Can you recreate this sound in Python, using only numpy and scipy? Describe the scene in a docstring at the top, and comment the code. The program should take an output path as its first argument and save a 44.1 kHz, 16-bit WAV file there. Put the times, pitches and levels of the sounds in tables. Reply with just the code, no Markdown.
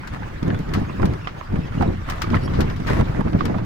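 """Gusts buffet the microphone on board a horse-drawn cart trotting along a country lane.
Hooves and woodwork knock as hollow bodies ring, and jolts of the wheels give low thuds.
Shoes and fittings clack, iron scrapes over grit and the ironwork gives short squeaks.
Underneath, the wheels roll with a fluttering noise and a crackle of grit."""
import sys
import numpy as np
from scipy import signal
from scipy.fft import rfft, irfft
from scipy.io import wavfile
from scipy.ndimage import uniform_filter1d

SR = 44100
rng = np.random.default_rng(int(sys.argv[2]) if len(sys.argv) > 2 else 0)


def master(y):
    """Save y as 16-bit WAV."""
    cut = np.clip(np.atleast_2d(y).T, -1, 1)
    pcm = np.round(cut * 32767)  # scale
    wavfile.write(sys.argv[1], SR, pcm.astype(np.int16))


N = 160965
HZ = np.fft.rfftfreq(N, 1 / SR)
LEFT_LAG_S, HIT_SAMPLES = 0.000598, 8000


def amp(db):
    return 10 ** (np.asarray(db) / 20)


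def pan(left_db):
    """Stereo gains, left_db louder on the left."""
    return amp([[left_db / 2], [-left_db / 2]])


def unit_rms(x):
    return x / np.sqrt(np.mean(x ** 2) + 1e-20)


def over_hz(points):
    hz, value = np.transpose(points)
    return np.interp(np.log(HZ + 1), np.log(hz + 1), value)


def over_time(points):
    return np.interp(np.arange(N) / SR, *np.transpose(points))


def colour(x, tone):
    """Filter by a spectrum; white noise keeps its rms."""
    return irfft(rfft(x) * unit_rms(amp(over_hz(tone))), N)


def resonate(x, hz, width_hz):
    return signal.lfilter(*signal.iirpeak(min(hz, 20000), hz / width_hz, SR), x)


def add(mix, start_s, sound):
    part = mix[:, round(start_s * SR):][:, :sound.shape[1]]
    part += sound[:, :part.shape[1]]


def bursts(per_s, spread_db, length_s):
    """Envelope of short bursts, random in time and size."""
    size = amp(spread_db * np.minimum(rng.exponential(1, N), 4)) * (rng.random(N) < per_s / SR)
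    age = np.arange(2000) / SR / length_s
    return unit_rms(signal.oaconvolve(size, age * np.exp(-2 * age))[:N])


def impact(rise_s, t60_s, tail_db, tail_t60_s):
    """Envelope of a hit: quick rise, short crack, softer tail."""
    t = np.arange(HIT_SAMPLES) / SR
    return np.minimum(t / rise_s, 1) * (amp(-60 * t / t60_s) + amp(tail_db - 60 * t / tail_t60_s))


def mottle(x, spread_db):
    """Random louder and softer patches over time and frequency."""
    spectra = signal.stft(x, nperseg=512)[2]
    patches = uniform_filter1d(rng.standard_normal(spectra.shape[1:]), size=6, axis=0)
    patches = uniform_filter1d(patches, size=5, axis=1)
    return signal.istft(spectra * amp(spread_db * unit_rms(patches)), nperseg=512)[1][:, :N]


# Left-right likeness: freq_hz, correlation
PORT_COHERENCE = [(30, 0.95), (70, 0.99), (140, 0.94), (280, 0.98), (560, 0.6), (1100, 0.17), (2200, 0.033),
                  (5000, 0.056), (15000, 0.087)]
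# Balance at lean 1: freq_hz, left_db
PORT_BALANCE = [(60, 0.5), (150, 0), (380, 0), (950, 1), (2380, -9), (5980, 16), (15000, -10.5)]

def port_noise(lean=0, lag_s=LEFT_LAG_S):
    """Noise at two nearby microphone ports: partly alike, the left one late."""
    left, other = rfft(rng.standard_normal((2, N)))
    alike = np.clip(over_hz(PORT_COHERENCE), 0, 1)
    tilt = amp(lean * over_hz(PORT_BALANCE) / 2)
    right = (alike * left + np.sqrt(1 - alike ** 2) * other) * np.exp(2j * np.pi * HZ * lag_s)
    return irfft(np.array([left * tilt, right / tilt]), N)


# Buffeting and cart-body drone: time_s, level_db
GUST_LEVELS = [(0.0, -31), (0.032, -39.5), (0.212, -33), (0.3, -41), (0.316, -34), (0.408, -37),
               (0.42, -32.5), (0.476, -19.5), (0.616, -27), (0.652, -37), (0.684, -26.5), (0.822, -21.5),
               (0.838, -30.5), (0.994, -26.5), (1.034, -17.5), (1.15, -26.5), (1.206, -34.5),
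               (1.262, -34.5), (1.294, -37), (1.44, -42), (1.46, -46), (1.534, -22), (1.694, -33),
               (1.858, -18), (1.956, -28.5), (2.062, -44.5), (2.092, -29.5), (2.158, -37), (2.358, -18.5),
               (2.39, -27), (2.548, -24), (2.602, -17), (2.628, -22.5), (2.774, -32.5), (2.806, -23),
               (2.836, -32), (2.916, -18), (2.942, -23.5), (3.018, -16), (3.05, -30.5), (3.07, -26),
               (3.09, -25), (3.168, -26.5), (3.202, -18.5), (3.238, -31), (3.27, -18.5), (3.31, -31),
               (3.354, -17.5), (3.384, -25.5), (3.506, -20), (3.542, -24), (3.578, -25), (3.65, -29)]
DRONE_LEVELS = [(0.0, -54), (0.12, -33), (1.06, -35.5), (1.43, -43), (1.5, -31.5), (2.94, -27.5),
                (3.57, -29.5), (3.65, -53)]
# Their spectra and shared treble cut: freq_hz, gain_db
GUST_SPECTRUM = [(30, -6.5), (60, -4.5), (90, 1), (160, 0), (230, -4.5), (330, -11.5), (600, -39)]
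GUST_UPPER_SPECTRUM = [(150, -9), (250, -6), (330, -2.5), (450, -4), (700, -12), (1100, -21), (1800, -26),
                       (3500, -53)]
DRONE_SPECTRUM = [(10, -3), (22, 12), (40, 10.5), (60, 9), (100, 7.5), (200, -3)]
TREBLE_CUT = [(6000, -140)]

def gusts_and_drone():
    """Lumpy pushes of air swell with each gust and jolt, over the cart body's smoother drone."""
    air = port_noise(lean=1, lag_s=0.00081)
    air *= unit_rms(1.5 + bursts(per_s=170, spread_db=1.5, length_s=.006))
    level_db = over_time(GUST_LEVELS)
    upper_db = -10 + 0.63 * (level_db + 26.5)  # strong gusts reach higher
    lower = colour(air, GUST_SPECTRUM + TREBLE_CUT)
    upper = colour(air, GUST_UPPER_SPECTRUM + TREBLE_CUT) * amp(upper_db)
    drone = colour(port_noise(), DRONE_SPECTRUM + TREBLE_CUT) * amp(over_time(DRONE_LEVELS))
    return (lower + upper) * amp(level_db) + drone


# Hoof and wood blows: start_s, level_db, pitch_hz, length_factor
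KNOCK_HITS = [(0.032, -28.5, 1600, 2.3), (0.16, -29, 774, 0.97), (0.22, -28.5, 815, 4.2),
              (0.23, -27, 1600, 1.1), (0.502, -21, 1630, 0.84), (0.545, -26.5, 1470, 0.9),
              (0.749, -22.5, 1255, 1), (0.82, -34, 630, 0.97), (0.894, -30.5, 1070, 3.2),
              (0.997, -25.5, 1040, 1.3), (1.029, -17.5, 850, 0.97), (1.272, -18, 1204, 0.73),
              (1.272, -24, 2930, 0.62), (1.411, -26, 1040, 0.71), (1.474, -34, 1620, 0.18),
              (1.557, -26.5, 1310, 0.62), (1.723, -29.5, 1080, 0.36), (1.752, -30, 850, 0.4),
              (1.809, -18, 825, 1.2), (1.825, -14.5, 650, 1.1), (1.828, -36, 1650, 0.61),
              (2.088, -24.5, 1100, 0.85), (2.214, -24, 1180, 0.35), (2.24, -23, 1220, 0.81),
              (2.331, -23, 910, 1.1), (2.343, -14.5, 1160, 0.85), (2.367, -19, 1760, 0.77),
              (2.477, -26.5, 1040, 0.71), (2.604, -24.5, 810, 1.7), (2.878, -26, 1840, 2.2),
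              (2.887, -16.5, 1510, 1.3), (2.998, -18.5, 650, 0.6), (3.012, -20, 880, 0.45),
              (3.147, -26, 810, 0.82), (3.208, -19.5, 895, 0.72), (3.273, -24.5, 785, 0.65),
              (3.281, -28.5, 1180, 0.5), (3.33, -26.5, 650, 0.89), (3.407, -15, 1160, 0.68),
              (3.493, -22.5, 664, 3.9), (3.542, -21.5, 660, 2.1), (3.584, -28, 840, 0.93)]
# Hollow-body modes: pitch_ratio, base_width_hz, gain_db
BODY_MODES = [(.35, 222, -7), (.62, 258, 8), (1.009, 240, 14), (1.5, 380, -0.5), (2.4, 590, -14)]
# Balance, deep knocks to the right: pitch_hz, left_db
KNOCK_BALANCE = [(600, -8), (1000, -14), (1800, 6)]

def knocks():
    """Hooves and woodwork: a tap and its rattle ring a hollow body, at a pitch set per blow."""
    out = np.zeros((2, N))
    noise = np.pad(port_noise(), ((0, 0), (0, HIT_SAMPLES)), "wrap")
    for start_s, level_db, pitch_hz, length in KNOCK_HITS:
        envelope = impact(rise_s=.0012, t60_s=.028 * length, tail_db=-14, tail_t60_s=.17 * length)
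        hit = noise[:, round(start_s * SR):][:, :HIT_SAMPLES] * envelope
        hit[[0, 1], [20 + round(LEFT_LAG_S * SR), 20]] += 5.8  # first tap
        sharpness = np.clip(length, .3, 1)  # short blows ring wider
        ring = 0
        for ratio, base_width_hz, gain_db in BODY_MODES:
            mode_hz, width_hz = pitch_hz * ratio, base_width_hz / sharpness
            ring += amp(gain_db) * resonate(resonate(hit, mode_hz, 2 * width_hz), mode_hz, width_hz)
        ring = signal.lfilter(*signal.butter(2, min(3.5 * pitch_hz, 20000), fs=SR), ring)
        ring /= abs(ring).max(1, keepdims=True)
        left_db = np.interp(pitch_hz, *np.transpose(KNOCK_BALANCE))
        add(out, start_s, ring * amp(level_db + 1.67) * pan(left_db))
    return out


# Wheel jolts: start_s, level_db, pitch_hz
JOLTS = [(0.429, -8, 206), (0.479, -6.5, 166), (0.545, -12.5, 184), (0.603, -11.5, 177),
         (0.797, -14.5, 248), (0.998, -13.5, 272), (1.028, -8.5, 212), (1.527, -18, 167), (1.56, -16, 242),
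         (1.751, -12.5, 173), (1.807, -13, 202), (1.82, -11.5, 151), (2.324, -15, 197), (2.59, -11, 191),
         (2.8, -11, 163), (2.906, -19, 149), (2.998, -8, 398), (3.008, -19, 150), (3.208, -10, 157),
         (3.264, -20, 151), (3.275, -14, 180), (3.323, -14.5, 221), (3.348, -22, 190), (3.464, -12.5, 196)]

def thuds(rise_s=.0011, edge_decay_s=.003):
    """Each jolt is a low push that dies in a cycle or two, with a hollow wooden edge."""
    out = np.zeros((2, N))
    t = np.arange(2000) / SR
    age_s = np.maximum(t - np.array([[LEFT_LAG_S], [0]]), 0)
    attack = np.minimum(age_s / rise_s, 1)
    for start_s, level_db, pitch_hz in JOLTS:
        cycles = pitch_hz * age_s
        push = -2 * np.sin(2 * np.pi * cycles) * np.exp(-cycles) * pan(-4.5)
        edge = resonate(rng.standard_normal(len(t)), hz=600, width_hz=600) * np.exp(-t / edge_decay_s)
        edge = np.interp(age_s, t, edge / abs(edge).max()) * amp(-13) * pan(-9)
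        add(out, start_s, amp(level_db - 8) * attack * (push + edge))
    return out


# Shoe and fitting strikes: start_s, level_db, length_factor, top_db
CLACK_HITS = [(0.074, -33.5, 1.15, -9), (0.428, -33, 0.86, -16), (0.59, -44, 0.74, 0),
              (0.69, -39, 0.61, -14), (0.7366, -26, 2, -9), (1.019, -34, 0.75, -13), (1.055, -31, 0.88, -4),
              (1.1355, -36, 0.45, -8), (1.272, -35.5, 2.2, -32), (1.822, -32, 1, -12),
              (2.099, -26, 1.26, -6), (2.2184, -21, 1.16, -8), (2.302, -30, 0.52, -15),
              (2.35, -29, 0.66, -27), (2.5365, -36, 5.4, -29), (2.6058, -23.5, 1.23, -8.5),
              (2.6996, -30.5, 0.53, -15), (2.762, -37.5, 1.7, -10.5), (2.869, -32, 4.7, -14),
              (3.331, -33.5, 0.43, -33), (3.3882, -37.5, 5.1, -31), (3.4537, -26, 0.8, -7),
              (3.5813, -38, 1, -27)]
# Strike spectrum: freq_hz, gain_db
CLACK_SPECTRUM = [(880, 2), (1500, -1.5), (2640, -8), (5070, -12.5), (7690, -27.5), (8660, -27.5),
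                  (11300, -35.5), (14100, -28), (16000, -39)]

def clacks(rise_s=.00013, crossover_hz=6450):
    """Sharp cracks of iron on stone and loose fittings; the top end dies sooner."""
    body, top = np.zeros((2, 2, N))
    for start_s, level_db, length, top_db in CLACK_HITS:
        t60_s, tail_t60_s = .065 * length, .15 * length
        body_hit = impact(rise_s, t60_s, -10.5, tail_t60_s)
        top_hit = impact(rise_s, .55 * t60_s, -21, tail_t60_s)
        add(body, start_s, body_hit * amp(level_db - 3) * pan(7.5))
        add(top, start_s, top_hit * amp(level_db + top_db + 16.5) * pan(.8))
    top_share = 1 / (1 + (crossover_hz / (HZ + 1)) ** 8)
    lows = rfft(port_noise() * body) * np.sqrt(1 - top_share)
    highs = rfft(port_noise() * top) * np.sqrt(top_share)
    return colour(irfft(lows + highs, N), [(500, -37)] + CLACK_SPECTRUM)


# Drags over grit: start_s, length_s, level_db, left_db
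SCRAPE_STROKES = [(0.114, 0.079, -33.5, 2.5), (2.064, 0.14, -31.5, 0), (2.344, 0.029, -21.5, 6),
                  (2.86, 0.17, -25, 0), (3.138, 0.091, -36.5, -6)]
# Drag spectrum: freq_hz, gain_db
SCRAPE_SPECTRUM = [(350, -18), (600, -0.5), (846, -10.5), (1010, -2.5), (1570, -9.5), (1800, -5.5),
                   (2210, -12.5), (3300, -22.5), (16000, -44)]

def scrapes(ramp_s=.021, fade_db=-6):
    """Iron drags over grit in short, grainy strokes."""
    strokes = np.zeros((2, N))
    for start_s, length_s, level_db, left_db in SCRAPE_STROKES:
        t = np.arange(0, length_s, 1 / SR)
        ramps = np.minimum(np.minimum(t, length_s - t) / ramp_s, 1)
        add(strokes, start_s, ramps * amp(level_db + fade_db * t / length_s) * pan(left_db))
    grains = unit_rms(2.6 + bursts(per_s=150, spread_db=5.3, length_s=.0014))
    return colour(port_noise() * strokes * grains, [(250, -45)] + SCRAPE_SPECTRUM)


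# Ironwork squeaks: start_s, length_s, pitch_hz, level_db, octave_db
IRON_SQUEAKS = [(0.541, 0.028, 3430, -49.5, -25), (0.882, 0.033, 2520, -44, -21),
                (0.864, 0.035, 6470, -57.5, -24), (1.215, 0.021, 2700, -48.5, -7),
                (1.24, 0.022, 2700, -45, -15), (1.385, 0.019, 6400, -59, -20),
                (1.625, 0.033, 2630, -47.5, -10), (1.783, 0.011, 2880, -43, -32),
                (1.874, 0.0094, 3730, -47, -17), (2.431, 0.042, 5420, -48.5, -12),
                (2.432, .009, 4640, -46, -12), (2.448, 0.018, 4700, -47.5, -12),
                (2.474, 0.017, 3290, -46, -23)]

def squeaks(waver_hz=80, roughness=.45):
    """The ironwork gives rough, wavering whistles with an octave above."""
    out = np.zeros((2, N))
    for start_s, length_s, pitch_hz, level_db, octave_db in IRON_SQUEAKS:
        t = np.arange(0, length_s, 1 / SR)
        waver, flicker = unit_rms(uniform_filter1d(rng.standard_normal((2, 3000)), size=90))[:, :len(t)]
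        phase = 2 * np.pi * np.cumsum(pitch_hz + waver_hz * waver) / SR
        tone = (np.sin(phase) + amp(octave_db) * np.sin(2 * phase)) * (1 + roughness * flicker)
        arch = np.sqrt(abs(np.sin(np.pi * t / length_s)))
        add(out, start_s, amp(level_db) * arch * tone * np.array([[1.6], [.9]]))
    return out


# Wheels on the road: time_s, level_db
ROLL_LEVELS = [(0.0, -41), (0.64, -39.5), (1.11, -38.5), (1.3, -42), (1.51, -42), (1.69, -39.5),
               (2.12, -40), (2.27, -37), (2.89, -39), (3.09, -36.5), (3.24, -40.5), (3.53, -41),
               (3.65, -40)]
# Rolling spectrum and its bass end: freq_hz, gain_db
ROLL_SPECTRUM = [(180, -38), (300, 2), (354, -4.5), (433, -3), (737, -4), (1100, -3.5), (1610, -5),
                 (4160, -21), (5160, -24), (8500, -35), (15000, -39), (16000, -37)]
ROLL_BASS = [(150, -30)]

def wheels(flutter_db=1.23, grit_cutoff_hz=4020):
    """Fluttering rolling noise, with duller grit crunching under the tyres."""
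    flutter = unit_rms(uniform_filter1d(uniform_filter1d(rng.standard_normal(N), size=1300), size=1300))
    grit = port_noise(lean=1) * amp(-8) * bursts(per_s=51, spread_db=-2.5, length_s=.0068)
    grit = irfft(rfft(grit) / (1 + (HZ / grit_cutoff_hz) ** 2), N)
    roll = mottle(port_noise(lean=.46), spread_db=2.5) * amp(flutter_db * flutter)
    return colour((roll + grit) * amp(over_time(ROLL_LEVELS)), ROLL_BASS + ROLL_SPECTRUM)


def scene():
    return gusts_and_drone() + wheels() + clacks() + scrapes() + knocks() + squeaks() + thuds()


def record(dry):
    """Steep low-pass at 16.3 kHz."""
    lowpass = signal.firwin(511, 16300, window=("kaiser", 9), fs=SR)
    return signal.oaconvolve(dry, lowpass[None], "same")


dry = scene()
out = record(dry)
master(out)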